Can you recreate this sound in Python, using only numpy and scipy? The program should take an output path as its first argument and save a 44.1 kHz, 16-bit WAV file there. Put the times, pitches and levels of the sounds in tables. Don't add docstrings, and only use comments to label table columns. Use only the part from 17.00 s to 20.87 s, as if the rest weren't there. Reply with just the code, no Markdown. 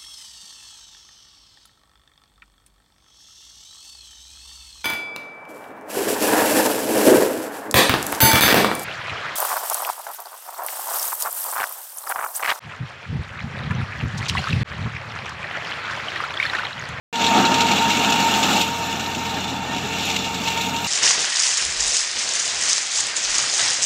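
import sys
import numpy as np
from scipy import signal
from scipy.io import wavfile
from scipy.ndimage import uniform_filter1d

SR = 44100
rng = np.random.default_rng(int(sys.argv[2]) if len(sys.argv) > 2 else 0)


def to_wav(s):
    ch = np.atleast_2d(s).T
    pcm = np.round(np.clip(ch, -1, 1) * 32767)
    wavfile.write(sys.argv[1], SR, pcm.astype(np.int16))


N = 170667

# [pitch_hz, rms_level_db]
HUM_TONES = [(44.5, -57.5), (64.7, -56), (89.4, -42), (130.3, -44), (178, -44)]
# [frequency_hz, density_db_per_hz]
RUMBLE_SPECTRUM = [(20, -49), (40, -27), (70, -1), (110, 9), (160, 13), (250, -29)]
# [pitch_hz, peak_level_db]
HIGH_TONES = [(1805, -43), (2760, -43), (3530, -45)]
# [frequency_hz, density_db_per_hz]
ROAR_SPECTRUM = [(82, -24), (140, -11), (200, 1.5), (238, -2.5), (272, 0), (310, -7), (385, -10),
                 (435, -7.5), (503, -12.5), (563, -12), (672, -7), (845, -2.5), (900, -3), (1030, -14),
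                 (1230, -8.5), (1390, -8), (1570, -13), (1800, -12.5), (1950, -19), (2600, -41),
                 (4400, -100)]
# [time_s, level_db]
ROAR_LEVELS = [(0.13, -33.5), (0.21, -24.5), (0.34, -20.5), (0.38, -17), (0.46, -20), (0.67, -23),
               (0.71, -20), (0.73, -23), (1.59, -20.5), (1.63, -29), (2.0, -28), (2.11, -29), (3.07, -29.5),
               (3.16, -27.5), (3.17, -31), (3.66, -29), (3.87, -30.5)]
# [time_s, pitch_hz, level_db]
GEAR_MESH = [(0.13, 920.5, -36), (0.146, 924, -26), (0.364, 915, -16.5), (0.376, 916, -29),
             (0.444, 918, -20), (0.666, 924, -19), (0.678, 918.1, -28), (0.714, 917, -17), (0.78, 927, -33),
             (0.812, 909, -18), (0.888, 924.6, -19.5), (0.948, 930.1, -28), (1.03, 921, -22.5),
             (1.054, 919.1, -40), (1.07, 919.8, -22), (1.24, 916, -23.5), (1.272, 919.5, -13.5),
             (1.324, 898, -47), (1.344, 901, -25), (1.394, 911.1, -23), (1.462, 902.4, -32),
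             (1.526, 906, -36), (1.565, 916, -19), (1.58, 922, -36), (1.6, 930, -27), (1.64, 912, -23),
             (1.66, 904, -32), (1.73, 934, -25), (1.79, 926, -32), (1.83, 915, -24), (1.86, 925, -34),
             (1.91, 911, -26), (2.01, 910.5, -49), (2.09, 924, -28.5), (2.16, 905, -40), (2.21, 917, -29.5),
             (2.28, 927, -29), (2.35, 907, -37), (2.38, 904.5, -30.5), (2.44, 915.6, -40),
             (2.46, 916.1, -30), (2.51, 926, -46), (2.56, 922, -31), (2.58, 910, -41), (2.61, 920, -32),
             (2.69, 908, -42), (2.74, 919, -28), (2.79, 924, -32.5), (2.81, 929, -44), (2.84, 924, -37),
             (2.88, 907, -39), (2.9, 903, -36), (2.96, 920, -30.5), (2.99, 903, -52), (3.01, 899.1, -27.5),
             (3.04, 898, -51), (3.11, 915, -27), (3.15, 896, -45), (3.21, 891.4, -30), (3.22, 901, -44),
             (3.29, 912.4, -28.5), (3.35, 917.9, -38), (3.39, 894, -38), (3.44, 922, -46), (3.48, 912, -23),
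             (3.54, 910, -38), (3.58, 915, -23.5), (3.64, 927, -34), (3.67, 917, -24), (3.7, 918, -37),
             (3.75, 918, -26), (3.87, 938, -34.5)]
# [multiple, level_db, share_of_throb, random_waver_db]
MESH_ORDERS = [(.5, -17, 0.18, 4), (1, -1, 0.94, -0.5)]
# [start_s, level_db]
KNOCK_EVENTS = [(0.369, -3.5)]
# [pitch_hz, level_db, t60_s]
HOUSING_MODES = [(199.5, 1, 0.38), (351.5, 1, 0.53), (388, -5.5, 0.37), (436, -2, 0.16), (640, -4, 0.19),
                 (765, 5.5, 0.23), (830, 3, 0.22), (1330, -10, 0.17)]
# [start_s, level_db, pitch_hz, t60_s, hiss_to_ring_db]
SNAP_EVENTS = [(0.156, -12, 3170, 0.047, 7), (0.241, -11, 3570, 0.12, 3), (0.2644, -9, 3920, 0.11, -3),
               (0.4511, -5, 4040, 0.067, -10), (0.517, -6, 3000, 0.027, -2), (0.5411, -4.5, 2880, 0.073, 6),
               (0.606, -2, 3720, 0.059, -4), (0.6178, -8, 3503, 0.029, -5), (0.6845, -12, 2420, 0.058, 15),
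               (0.7147, -7, 2700, 0.066, 19), (0.7781, -12.5, 2510, 0.13, 8),
               (0.8962, -11.5, 2755, 0.14, -1), (1.0455, -4, 2800, 0.036, -5),
               (1.1219, -6.5, 2578, 0.086, 13), (1.1895, -10, 2955, 0.081, -14),
               (1.338, -8.5, 2690, 0.075, 10), (1.4293, -5, 2770, 0.1, 10), (1.5128, -12, 2890, 0.081, 10),
               (1.568, -10.5, 2820, 0.08, 15), (1.6125, -8, 2660, 0.061, 23),
               (1.8395, -18, 2747, 0.067, 10), (1.995, -16.5, 2667, 0.13, 22),
               (2.0597, -17, 3600, 0.064, 7), (2.148, -15.5, 2634, 0.082, 9), (2.343, -19, 4290, 0.048, 5),
               (2.44, -19, 4243, 0.063, 5), (2.927, -19, 2696, 0.062, -3), (2.9946, -15.5, 3500, 0.07, -11),
               (3.052, -17, 10000, 0.081, -7), (3.1023, -7, 3024, 0.03, 0), (3.113, -15, 2740, 0.064, 0),
               (3.1627, -3, 2700, 0.042, 8), (3.1888, -16, 3564, 0.083, 4), (3.243, -16.5, 2895, 0.27, 10),
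               (3.343, -17, 4256, 0.089, 0), (3.4359, -18, 2560, 0.056, 5), (3.474, -8.5, 2593, 0.06, -5),
               (3.482, -11.5, 3595, 0.073, 5), (3.5733, -10.5, 2607, 0.05, 11), (3.61, -11, 3482, 0.07, -1),
               (3.7623, -12.5, 3626, 0.081, -3), (3.7848, -17, 2572, 0.087, 5),
               (3.8441, -11, 3620, 0.044, 24)]
# [frequency_hz, density_db_per_hz]
SNAP_LOW_SPECTRUM = [(800, -33), (1500, -8.5)]
# [frequency_hz, density_db_per_hz]
LEAF_SPECTRUM = [(1120, -33), (1900, -56), (1970, -11), (2220, 0), (2400, -1), (2810, 5), (3120, -4.5),
                 (3440, 2), (3590, 0.5), (4200, -2.5), (4750, -9), (5760, -5), (6390, -7.5), (7100, -3.5),
                 (7950, -11.5), (9550, -27.5), (11000, -22), (11900, -17.5), (15300, -20)]
# [time_s, level_db]
LEAF_LEVELS = [(.13, -31), (.2, -25), (.27, -23), (.4, -20.5), (.5, -24), (.66, -22), (.75, -22.5),
               (.86, -24), (1.0, -22), (1.15, -24), (1.28, -22.5), (1.4, -23.5), (1.53, -21.5), (1.62, -22),
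               (1.66, -28.5), (1.9, -30), (2.2, -31), (2.45, -29.5), (2.58, -33.5), (2.75, -29.5),
               (2.95, -29), (3.1, -24), (3.21, -29.5), (3.27, -30.5), (3.4, -29.5), (3.48, -26),
               (3.54, -29.5), (3.64, -26.5), (3.74, -31.5), (3.87, -29)]
# [time_s, gain_db]
LEAF_TREBLE = [(.13, -15), (.7, -9), (1.5, -2), (2.2, -4.5), (2.7, -10.5), (3.87, -0.5)]

START_S, FADE_IN_S, FADE_IN_DB = .1275, 0.091, -18
MIC_LOW_HZ, EDGE_HZ = 30, 15650

HUM_WANDER, HUM_WAVER_DB, RUMBLE_DB = .005, 1.1, -46
HIGH_WANDER, HIGH_WAVER_DB = .008, 5
WHINE_MEAN_DB, WHINE_FUZZ = -28, .0015

SNAP_RISE_S, SNAP_CREST_DB = .0015, -8
SNAP_WIDTH_HZ, SNAP_DULL_HZ = 1200, 9400

UPPER_HZ = 5300
CRACKLE_PER_S, CRACKLE_SPREAD_DB, CRACKLE_DB, CRACKLE_T60_S = 150, 4.5, -12, .035
SPLINTER_HZ, SPLINTERS_PER_S, SPLINTER_DB = (1798, 13080), 1300, -7.5
SPLINTER_CYCLES, SPLINTER_SPREAD_DB = 20, 3


def amp(db):
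    return 10 ** (np.asarray(db) / 20)


def evened(x):
    return x / np.sqrt(np.mean(x ** 2) + 1e-20)


def read(points, hz):
    f, value = np.transpose(points)
    return np.interp(np.log(hz + 1), np.log(f + 1), value)


def curve(table, column, t):
    return np.interp(t, np.transpose(table)[0], np.transpose(table)[column])


def drift(length_s):
    size = max(round(length_s * SR), 1)
    smoothed = uniform_filter1d(rng.standard_normal(N), size)
    return evened(uniform_filter1d(smoothed, size))


def coloured(x, spectrum):
    hz = np.abs(np.fft.fftfreq(8192, 1 / SR))
    points = [(0, -90)] + spectrum + [(SR, spectrum[-1][1])]
    log_gain = np.log(amp(read(points, hz)))
    taps = np.fft.ifft(np.exp(np.conj(signal.hilbert(log_gain)))).real[:4096]
    return signal.oaconvolve(x, taps / np.linalg.norm(taps))[:len(x)]


def patchy(patchy_db, flicker_db):
    frames = N // 128 + 5
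    a, b, patches = rng.standard_normal((frames, 257, 3)).T
    patches = uniform_filter1d(patches, 6, axis=0)
    patches = evened(uniform_filter1d(patches, 16, axis=1))
    flicker = evened(uniform_filter1d(rng.standard_normal(frames), size=8))
    bins = (a + 1j * b) * amp(patchy_db * patches + flicker_db * flicker)
    return evened(signal.istft(bins, nperseg=512, noverlap=384)[1][:N])


def sparse(per_s, spread_db):
    sizes = amp(spread_db * np.minimum(rng.exponential(1, N), 4))
    return sizes * (rng.random(N) < per_s / SR)


def hum():
    out = np.zeros(N)
    for hz, db in HUM_TONES:
        level = np.sqrt(2) * amp(db + HUM_WAVER_DB * drift(0.24))
        cycles = np.cumsum(hz * (1 + HUM_WANDER * drift(0.29))) / SR + rng.random()
        out += level * np.sin(2 * np.pi * cycles)
    return out + amp(RUMBLE_DB) * evened(coloured(rng.standard_normal(N), RUMBLE_SPECTRUM))


def high_tones():
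    out = np.zeros(N)
    for hz, db in HIGH_TONES:
        level = amp(db + HIGH_WAVER_DB * drift(0.032))
        cycles = np.cumsum(hz * (1 + HIGH_WANDER * drift(0.0796))) / SR
        out += level * np.sin(2 * np.pi * cycles)
    return out


def roar(t):
    noise = patchy(patchy_db=1.2, flicker_db=.6)
    return amp(curve(ROAR_LEVELS, 1, t)) * evened(coloured(noise, ROAR_SPECTRUM))


def whine(t):
    mesh_cycles = np.cumsum(curve(GEAR_MESH, 1, t) * (1 + WHINE_FUZZ * drift(0.011))) / SR
    throb_db = curve(GEAR_MESH, 2, t) - WHINE_MEAN_DB
    out = np.zeros(N)
    for multiple, db, share, waver_db in MESH_ORDERS:
        level_db = WHINE_MEAN_DB + db + share * throb_db + waver_db * drift(0.039)
        out += np.sqrt(2) * amp(level_db) * np.sin(2 * np.pi * multiple * mesh_cycles)
    return out


def knocks():
    t, out = np.arange(SR // 2) / SR, np.zeros(N + SR)
    ring = sum(amp(db - 60 * t / t60) * np.sin(2 * np.pi * hz * t) for hz, db, t60 in HOUSING_MODES)
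    rise = np.minimum(t / .004, 1)
    for start_s, db in KNOCK_EVENTS:
        out[round(start_s * SR):][:len(t)] += amp(db) * rise * ring / abs(ring).max()
    return out[:N]


def snaps():
    out, t = np.zeros(N + 8000), np.arange(8000) / SR
    noises = rng.standard_normal((len(SNAP_EVENTS), 8000))
    spectrum = SNAP_LOW_SPECTRUM + LEAF_SPECTRUM[2:]
    for (start_s, db, hz, t60, hiss_db), noise in zip(SNAP_EVENTS, noises):
        ring = signal.lfilter(*signal.iirpeak(hz, hz / SNAP_WIDTH_HZ, SR), noise)
        hiss = signal.lfilter(*signal.butter(2, SNAP_DULL_HZ, fs=SR), noise)
        mixture = amp(hiss_db) * hiss + ring * np.sqrt(SR / SNAP_WIDTH_HZ / 10)
        burst = evened(coloured(mixture, spectrum))
        rise = np.minimum(t / SNAP_RISE_S, 1)
        decay = amp(db + SNAP_CREST_DB - 60 * t / max(t60, .01))
        out[round(start_s * SR):][:8000] += rise * decay * burst
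    return out[:N]


def crackle(t):
    impulses = sparse(CRACKLE_PER_S, CRACKLE_SPREAD_DB) ** 2
    decay = amp(-120 * t[:4000] / CRACKLE_T60_S)
    power = signal.oaconvolve(impulses, decay)[:N]
    return np.sqrt(abs(power) / power.mean())


def splinters(t):
    clicks = sparse(SPLINTERS_PER_S, SPLINTER_SPREAD_DB)
    kind = rng.integers(0, 40, N)
    pitches = np.geomspace(*SPLINTER_HZ, 40)
    ring_t = t[:2000]
    out = np.zeros(N)
    for k, hz in enumerate(pitches):
        decay = np.exp(-ring_t * hz / SPLINTER_CYCLES)
        ring = hz / pitches[0] * decay * np.sin(2 * np.pi * hz * ring_t)
        out += signal.oaconvolve(clicks * (kind == k), ring)[:N]
    return evened(out)


def thrash(t):
    hiss = patchy(patchy_db=1.3, flicker_db=.8)
    flaring = evened(hiss * (1 + amp(CRACKLE_DB) * crackle(t)))
    leaves = flaring + amp(SPLINTER_DB) * splinters(t)
    upper = signal.sosfilt(signal.butter(1, UPPER_HZ, "high", fs=SR, output="sos"), leaves)
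    leaves = leaves + (amp(curve(LEAF_TREBLE, 1, t)) - 1) * upper
    return amp(curve(LEAF_LEVELS, 1, t)) * evened(coloured(leaves, LEAF_SPECTRUM))


def scene():
    t = np.arange(N) / SR
    swell = amp(FADE_IN_DB * np.clip(1 - (t - START_S) / FADE_IN_S, 0, 1))
    machine = swell * hum() + high_tones() + roar(t) + whine(t)
    return (machine + knocks() + snaps() + thrash(t))[None]


def record(dry):
    thin = signal.sosfilt(signal.butter(4, MIC_LOW_HZ, "high", fs=SR, output="sos"), dry)
    opening = np.clip((np.arange(N) / SR - START_S) / 0.00077, 0, 1)
    low_pass = signal.firwin(1023, EDGE_HZ, window=("kaiser", 10), fs=SR)
    return signal.oaconvolve(thin * opening, low_pass[None], "same")


dry = scene()
out = record(dry)
to_wav(out)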